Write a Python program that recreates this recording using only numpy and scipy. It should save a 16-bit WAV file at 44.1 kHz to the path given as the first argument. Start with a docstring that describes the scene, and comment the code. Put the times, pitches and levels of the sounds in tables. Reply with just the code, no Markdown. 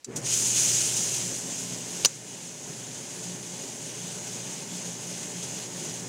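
"""A commercial dishwasher starts its wash, heard on one microphone close to the steel door.
A relay ticks, the pump hums up and the cabinet shudders. The jets spit, rush on the bare steel, then
settle to a steady spray: fine drops hiss and heavy ones patter over the rumble of churning water.
About two seconds in, one sharp clack rings the door and makes the recorder's gain duck and creep back."""
import sys
import numpy as np
from scipy import signal
from scipy.fft import rfft, irfft, next_fast_len
from scipy.io import wavfile
from scipy.ndimage import uniform_filter1d, map_coordinates

SR = 44100
rng = np.random.default_rng(int(sys.argv[2]) if len(sys.argv) > 2 else 0)


def wav_record(signal):
    """Record a signal, one row per channel, as 16-bit PCM in the file named by sys.argv[1]."""
    frames = np.transpose(np.atleast_2d(signal))
    bounded = np.clip(frames, -1, 1)
    # unit amplitude maps onto the largest positive 16-bit level
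    quanta = np.round(bounded * 32767).astype(np.int16)
    wavfile.write(sys.argv[1], SR, quanta)


N = 268392
TIME = np.arange(N) / SR
MOTOR_ON_S, SPIN_UP_S = 0.06, 0.056  # the motor starts; time constant of its speed


def amp(db):
    """Decibels to gain."""
    return 10 ** (np.asarray(db) / 20)


def unit(x):
    """Scale to rms 1."""
    return x / np.sqrt(np.mean(x ** 2) + 1e-20)


def since(start):
    """Seconds after start, zero before it."""
    return np.maximum(TIME - start, 0)


def ramp(start, length):
    """A straight rise from 0 to 1."""
    return np.minimum(since(start) / length, 1)


def swell(start, attack, hold, fade_db_per_s):
    """Gain that rises, holds and dies away."""
    return ramp(start, attack) * amp(-fade_db_per_s * since(start + attack + hold))


def wobble(rate):
    """A smooth random curve, rate knots a second."""
    coarse = np.arange(0, N + 32, 32)
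    knots = rng.standard_normal(int(N * rate / SR) + 4)
    return np.interp(np.arange(N), coarse, map_coordinates(knots, [coarse * rate / SR]))


def wavering_phase(hz, depth, rate):
    """Phase in radians of a pitch that wanders by the fraction depth."""
    return 2 * np.pi * np.cumsum(hz * (1 + depth * wobble(rate))) / SR


def filtered(x, response):
    """Shape x by a gain that depends on frequency."""
    size = next_fast_len(len(x) + SR // 4)
    return irfft(rfft(x, size) * response(np.fft.rfftfreq(size, 1 / SR)), size)[:len(x)]


def colour(points, hz):
    """Gain of (Hz, dB) points joined on a log axis."""
    f, db = np.transpose(points)
    return amp(np.interp(np.log(hz + 1), np.log(f), db))


def below(hz, edge_hz, order=4):
    """Gain of a smooth low-pass."""
    return 1 / np.sqrt(1 + (hz / edge_hz) ** (2 * order))


def above(hz, edge_hz, order=4):
    """Gain of the matching high-pass."""
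    return (hz / edge_hz) ** order * below(hz, edge_hz, order)


def bell(hz, centre_hz, width_hz):
    """Gain of one resonance with steep skirts."""
    return 1 / (1 + ((hz - centre_hz) / width_hz) ** 2)


def panel(hz, spacing_hz, depth_db):
    """The many close modes of a steel sheet ripple a spectrum."""
    knots = rng.standard_normal(SR // 10)
    return amp(depth_db * map_coordinates(knots, [hz / spacing_hz], mode="wrap"))


def noise(points, t):
    """Coloured noise of rms 1, as long as t."""
    return unit(filtered(rng.standard_normal(len(t)), lambda hz: colour(points, hz)))


def narrow_noise(centre_hz, width_hz):
    """Noise of rms 1 through one resonance."""
    return unit(filtered(rng.standard_normal(N), lambda hz: bell(hz, centre_hz, width_hz)))


def ring(modes, t):
    """Damped modes, each starting at a random phase."""
    return sum(amp(db - 60 * t / t60) * np.sin(2 * np.pi * (hz * t + rng.random()))
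               for hz, db, t60 in modes)


def drops(rate, spread_db, mist):
    """Random impacts of uneven size, over a mist of drops too small to tell apart."""
    hits = (rng.random(N) < rate / SR) * rng.choice([-1, 1], N)
    sizes = amp(spread_db * rng.standard_normal(N))
    return unit(unit(hits * sizes) + mist * rng.standard_normal(N))


# Room tone of the kitchen. Each row: frequency in Hz, spectral level in dB.
ROOM_TONE = [(30, -21), (150, -9), (400, -8.5), (1200, -16), (6500, -14), (15000, -33)]

def kitchen(level_db=-62):
    """The faint steady air of the room around the microphone."""
    return amp(level_db) * noise(ROOM_TONE, TIME)


# The relay's modes. Each row: frequency in Hz, relative level in dB, t60 in seconds.
RELAY_MODES = [(3950, -11, 0.04), (4600, -9, 0.04), (5050, -9, 0.035), (5700, -8, 0.04), (6200, -4, 0.04),
               (7230, -1, 0.045), (7750, -5, 0.04)]

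def relay(start_s=0.0449, level_db=-31, sizzle_db=-3, t60=0.04, attack_s=0.0007):
    """The small relay snaps shut and rings with its own modes."""
    t = since(start_s)
    bright = filtered(noise(HISS_SPECTRUM, t), lambda hz: above(hz, 2200, order=2))
    sizzle = amp(sizzle_db - 60 * t / t60) * bright
    return amp(level_db) * (1 - np.exp(-t / attack_s)) * (ring(RELAY_MODES, t) + sizzle)


def load(hold_s=0.81, release_s=0.73):
    """The pump's extra effort, 1 while it sets the water moving and 0 once it runs freely."""
    return 1 - ramp(MOTOR_ON_S + hold_s, release_s)


# Tones of the pump shaft. Each row: multiple of its speed, rms level in dB, change under load in dB.
SHAFT_TONES = [(2, -62.5, 0), (3, -55.5, -5), (4, -62, 3), (6, -55.5, 3), (10, -62, -2), (14, -70, 8)]

def pump(mains_hz=60, shaft_hz=59.07, hum_db=-52.5, hum_load_db=8, rough_db=-14):
    """The motor hums at twice the mains, louder under load; its shaft spins up and wavers."""
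    speed = 1 - np.exp(-since(MOTOR_ON_S) / SPIN_UP_S)
    angle = wavering_phase(shaft_hz * speed, depth=0.001, rate=5)
    shaft = sum(amp(db + load_db * load() + 2.7 * wobble(4.48)) * np.sin(round(multiple) * angle)
                for multiple, db, load_db in SHAFT_TONES)
    rough = amp(rough_db) * narrow_noise(2 * mains_hz, width_hz=14)
    hum_gain = amp(hum_db + hum_load_db * load() + 1.1 * wobble(15))
    hum = hum_gain * (np.sin(2 * np.pi * 2 * mains_hz * TIME) + rough)
    return np.sqrt(2) * (speed ** 2 * hum + speed ** 4 * shaft)


def drone(tone_hz=256, level_db=-55, rise_s=0.073):
    """A faint wavering tone that comes up with the hum."""
    gain = ramp(MOTOR_ON_S, rise_s) * amp(level_db + 4.3 * wobble(3.94))
    return gain * np.sin(wavering_phase(tone_hz, depth=0.0024, rate=5.94))


# Churning water, heard through the cabinet. Each row: frequency in Hz, spectral level in dB.
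SLOSH_SPECTRUM = [(25, -34), (45, -23), (85, -13), (125, -4.5), (153, 5), (195, 0), (215, 1), (262, 1.5),
                  (310, -0.5), (368, -4.5), (392, 2.5), (480, -5), (680, -6), (800, -5.5), (1100, -12),
                  (1250, -16.5), (1650, -13)]

def slosh(level_db=-43, load_db=1.4, rise_s=0.084):
    """Water drums and sloshes in the cabinet as the pump gets it moving."""
    cabinet = lambda hz: (colour(SLOSH_SPECTRUM, hz) * below(hz, 2400)
                          * panel(hz, spacing_hz=21.96, depth_db=1.64))
    water = unit(filtered(drops(rate=1500, spread_db=1.5, mist=1.2), cabinet))
    return ramp(MOTOR_ON_S, rise_s) * amp(level_db + load_db * load() + wobble(16)) * water


# The cabinet's low panel modes. Each row: frequency in Hz, t60 in seconds.
CABINET_MODES = [(128, 0.25), (260, 0.12), (388, 0.18)]
# Jolts as the motor starts and water hits the arms.
# Each row: start in seconds, then levels of the low, middle and high mode in dB.
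CABINET_JOLTS = [(.064, -60, -41, -42), (.14, -43, -42.5, -42), (.188, -45, -52, -50)]

def shudder(attack_s=0.027, hold_s=0.018, rattle_db=1):
    """Each jolt swells the cabinet's low panel modes, which waver in pitch and rattle."""
    out = np.zeros(N)
    for start, *levels in CABINET_JOLTS:
        for (hz, t60), db in zip(CABINET_MODES, levels):
            tone = unit(np.sin(wavering_phase(hz, depth=0.038, rate=29.8) + 2 * np.pi * rng.random()))
            rattle = amp(rattle_db) * narrow_noise(hz, width_hz=hz / 4)
            out += amp(db) * swell(start, attack_s, hold_s, 60 / t60) * unit(tone + rattle)
    return out


def spit(start_s=0.1573, rise_s=0.0058, t60=0.092, level_db=-30, crisp_db=-4):
    """Trapped air spits the first water out of the nozzles."""
    crisp = lambda hz: (colour(HISS_SPECTRUM, hz) * above(hz, 3800)
                        * (1 + amp(crisp_db) * above(hz, 11000)))
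    spray = unit(filtered(drops(rate=1500, spread_db=3, mist=0.6), crisp))
    return amp(level_db) * swell(start_s, rise_s, 0, 60 / t60) * spray


def door(hz, width_hz=200, lift_db=0.9):
    """The door passes the spray to the microphone a little better around its own modes."""
    return amp(lift_db * sum(bell(hz, mode_hz, width_hz) for mode_hz, _, _ in DOOR_MODES))


def patchy(x, depth_db):
    """The turning arms sweep ever new spots, so each band swells and fades on its own."""
    bands = signal.stft(x, nperseg=512)[2]
    patches = uniform_filter1d(rng.standard_normal(bands.shape), size=14, axis=0)
    patches = unit(uniform_filter1d(patches, size=8, axis=1))
    return unit(signal.istft(bands * amp(depth_db * patches), nperseg=512)[1][:N])


# Rushes of the jets on bare steel. Each row: start, attack and hold in seconds,
# fade in dB per second, hiss level in dB, patter level in dB.
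JET_RUSHES = [(0.229, 0.09, .175, 98, -25.5, -38.5), (0.503, 0.055, 0.14, 18, -23.5, -34.5),
              (1.885, 0.065, 0.075, 40, -41.5, -46)]

def spray_gain(steady_db, rush_dbs, lag_s=0, jets_on_s=0.19, rise_s=0.067, dribble_db=-16.5):
    """A dribble until the nozzles fill, then the rushes, which die down into the steady spray."""
    pressure = ramp(jets_on_s, rise_s)
    dribble = amp(dribble_db) * ramp(MOTOR_ON_S, SPIN_UP_S) * (1 - pressure)
    rushes = [amp(db) * swell(start, attack + lag_s, hold - lag_s, fade)
              for (start, attack, hold, fade, _, _), db in zip(JET_RUSHES, rush_dbs)]
    return np.linalg.norm([amp(steady_db) * (pressure + dribble), *rushes], axis=0)


# Fine drops on steel; the spit, relay and clack share this colour.
# Each row: frequency in Hz, spectral level in dB.
HISS_SPECTRUM = [(3000, -8.5), (4300, -11.5), (5500, -5.5), (6250, 0), (6900, 0), (8000, -5), (9300, -9),
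                 (12400, -22.5), (14700, -24), (16000, -30)]
# Heavy drops on steel. Each row: frequency in Hz, spectral level in dB.
PATTER_SPECTRUM = [(1300, -12), (1900, -16.5), (2300, -12), (2950, -7), (3400, -8.5), (4000, -10.5),
                   (6000, -6)]
# Jets slap a wall. Each row: peak time in seconds, hiss level in dB, patter level in dB.
WALL_SLAPS = [(.17, -33, -46), (.265, -34, -36.5), (.338, -30, -41), (.57, -41, -35.5), (.97, -26.5, -49),
              (1.145, -27.5, -38.5), (1.588, -34, -43), (3.24, -35, -47), (4.27, -46, -45), (4.6, -47, -46),
              (5.43, -36, -43), (5.63, -50, -44), (5.848, -37, -54)]
# The turning arms leave uneven gaps in the spray on the door. Each row: centre in seconds, depth in dB.
SPRAY_GAPS = [(.93, 1), (1.44, 2), (1.84, 1.5), (2.22, 2.2), (2.57, 1.7), (3.05, 1), (3.4, 1.8),
              (3.77, 2.1), (4.22, 1), (4.66, 1.8), (4.98, 1.8), (5.34, 1.5), (5.69, 2.5), (6.06, 3)]

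def jets(hiss_db=-38, patter_db=-45.5, gap_half_s=0.058, slap_rise_s=0.053, slap_t60=0.16):
    """The wash arms spray the steel: fine drops hiss, heavy ones patter, both flutter with the jets."""
    flutter_db = 0.35 * wobble(20) + 0.5 * wobble(70)
    fine = lambda hz: (colour(HISS_SPECTRUM, hz) * above(hz, 4700)
                       * door(hz) * panel(hz, spacing_hz=39, depth_db=1.9))
    heavy = lambda hz: (colour(PATTER_SPECTRUM, hz) * above(hz, 1530) * below(hz, 4570)
                        * door(hz) * panel(hz, spacing_hz=50.6, depth_db=1))
    hiss = patchy(filtered(drops(rate=5000, spread_db=1, mist=0.96), fine), depth_db=0.66)
    patter = patchy(filtered(drops(rate=2000, spread_db=1, mist=0.99), heavy), depth_db=0.84)
    slap = lambda s: amp(-60 * np.maximum((s - TIME) / slap_rise_s, (TIME - s) / slap_t60))
    slap_hiss, slap_patter = sum(np.outer(amp(levels), slap(s)) for s, *levels in WALL_SLAPS)
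    gap_db = sum(db * np.exp(-((TIME - s) / gap_half_s) ** 2) for s, db in SPRAY_GAPS)
    *_, rush_hiss_db, rush_patter_db = np.transpose(JET_RUSHES)
    # The fine mist builds more slowly in a rush; the patter dips further in a gap.
    hiss_gain = spray_gain(hiss_db, rush_hiss_db, lag_s=0.02) * amp(flutter_db - gap_db)
    patter_gain = spray_gain(patter_db, rush_patter_db) * amp(flutter_db - 1.66 * gap_db)
    return np.hypot(hiss_gain, slap_hiss) * hiss + np.hypot(patter_gain, slap_patter) * patter


# Bumps from inside the cabinet. Each row: start in seconds, level in dB.
CABINET_THUDS = [(.38, -52), (.58, -56), (.79, -58), (1.15, -55), (1.31, -58), (2.03, -49), (5.73, -59)]

def thuds(pitch_hz=64, scatter=0.1, rise_s=0.008, t60=0.16):
    """Soft, deep bumps in the cabinet, each at a slightly different pitch."""
    pitches = pitch_hz * (1 + scatter * rng.standard_normal(len(CABINET_THUDS)))
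    return sum(amp(db) * swell(start, rise_s, 0, 60 / t60) * np.sin(2 * np.pi * hz * since(start))
               for (start, db), hz in zip(CABINET_THUDS, pitches))


# Swells of the tank's low boom. Each row: peak time in seconds, rms level in dB.
TANK_SWELLS = [(.46, -48), (1.25, -40), (1.83, -45), (1.94, -44), (3.31, -40), (3.51, -46), (4.06, -46.5),
               (4.211, -46), (4.52, -44.5), (4.75, -45), (4.89, -41), (5.1, -45.5), (5.25, -48),
               (5.38, -45), (5.58, -46), (6.04, -45.5)]

def tank_boom(boom_hz=177, murmur_db=-51, build_s=4.3, swell_half_s=0.045):
    """The tank's low resonance builds to a murmur and booms in brief swells now and then."""
    murmur = ramp(MOTOR_ON_S, build_s) * amp(murmur_db) * narrow_noise(boom_hz, width_hz=11)
    tone = unit(np.sin(wavering_phase(boom_hz, depth=0.01425, rate=12)))
    swells = sum(amp(db) * np.exp(-((TIME - s) / swell_half_s) ** 2) for s, db in TANK_SWELLS)
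    return murmur + swells * tone


# The steel door's modes. Each row: frequency in Hz, relative level in dB, t60 in seconds.
DOOR_MODES = [(4220, -6, 0.027), (4500, -17, 0.035), (4950, -5, 0.023), (5128, -1, 0.022), (5953, 2, 0.041),
              (6220, -8, 0.035), (6480, -9.5, 0.036), (6760, -8, 0.055), (6820, -5, 0.076),
              (7550, -21, 0.04), (9200, -6, 0.019)]
# The short knock of a contact. Each row: frequency in Hz, relative level in dB, t60 in seconds.
KNOCK_MODES = [(2740, -7, 0.017), (3180, 0, 0.016)]
# The dry crack of a contact. Each row: frequency in Hz, spectral level in dB.
CRACK_SPECTRUM = [(35, -45), (70, -24), (110, -13), (260, -17), (350, -4), (480, 7), (850, -20),
                  (1200, 2.5), (1650, -12), (2100, -9), (2700, 8), (3500, 1.5), (4300, 10.5), (7000, 7),
                  (10000, -5.5), (16000, -16)]
# Contacts of the clack. Each row: start in seconds, level in dB,
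# relative levels of crack, ring and knock in dB, the crack's t60 in seconds.
CLACK_CONTACTS = [(2.048, -15, 10.5, -13, -1, 0.024), (2.0512, -16, 3, -9, -12, 0.028),
                  (2.0552, -10.5, 3.5, -4.5, -20, 0.019), (2.0568, -12, -6, -1, -26, 0.02)]

def clack(snap_db=-3, snap_t60=0.0036, sizzle_db=-6, room_db=-24, room_t60=0.22, attack_s=0.00055):
    """Each contact snaps, cracks, knocks, rings the steel and leaves a short tail in the room."""
    out, t = np.zeros(N + SR), np.arange(SR // 4) / SR
    onset = 1 - np.exp(-t / attack_s)
    for start, db, crack_db, ring_db, knock_db, t60 in CLACK_CONTACTS:
        modes = amp(ring_db) * ring(DOOR_MODES, t) + amp(knock_db) * ring(KNOCK_MODES, t)
        crack = amp(crack_db - 2.5 - 60 * t / t60) * noise(CRACK_SPECTRUM, t)
        sizzle = amp(sizzle_db - 60 * t / t60) * noise(HISS_SPECTRUM, t)
        snap = amp(snap_db - 60 * t / snap_t60) * rng.standard_normal(len(t))
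        tail = amp(room_db - 60 * t / room_t60) * noise(HISS_SPECTRUM, t)
        out[round(start * SR):][:len(t)] += amp(db) * (onset * (modes + crack + sizzle + tail) + snap)
    return filtered(out[:N], lambda hz: above(hz, 110, order=2))  # the clack is heard with little deep bass


def scene():
    """One microphone close to the door, the same on both channels."""
    sound = (kitchen() + relay() + pump() + drone() + slosh() + shudder()
             + spit() + jets() + thuds() + tank_boom() + clack())
    return np.array([sound, sound])


def gain_control(x, threshold_db=-17, attack_s=0.017, release_s=0.94):
    """The recorder's gain drops quickly by a loud sound's excess and recovers slowly."""
    level_db = 10 * np.log10(np.abs(uniform_filter1d(x ** 2, size=SR // 200)) + 1e-12)
    excess_db = np.maximum(level_db - threshold_db, 0)
    fade = np.exp(-TIME / release_s)
    held_db = fade * np.maximum.accumulate(excess_db / fade)
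    pole = np.exp(-1 / (attack_s * SR))
    return amp(-signal.lfilter([1 - pole], [1, -pole], held_db))


def record(dry):
    """The recorder rides its gain, thins the deep bass and keeps nothing above its band limit."""
    passband = lambda hz: above(hz, 41, order=3) * (hz < 15800)
    return np.array([filtered(x * gain_control(x), passband) for x in dry])


dry = scene()
out = record(dry)
wav_record(out)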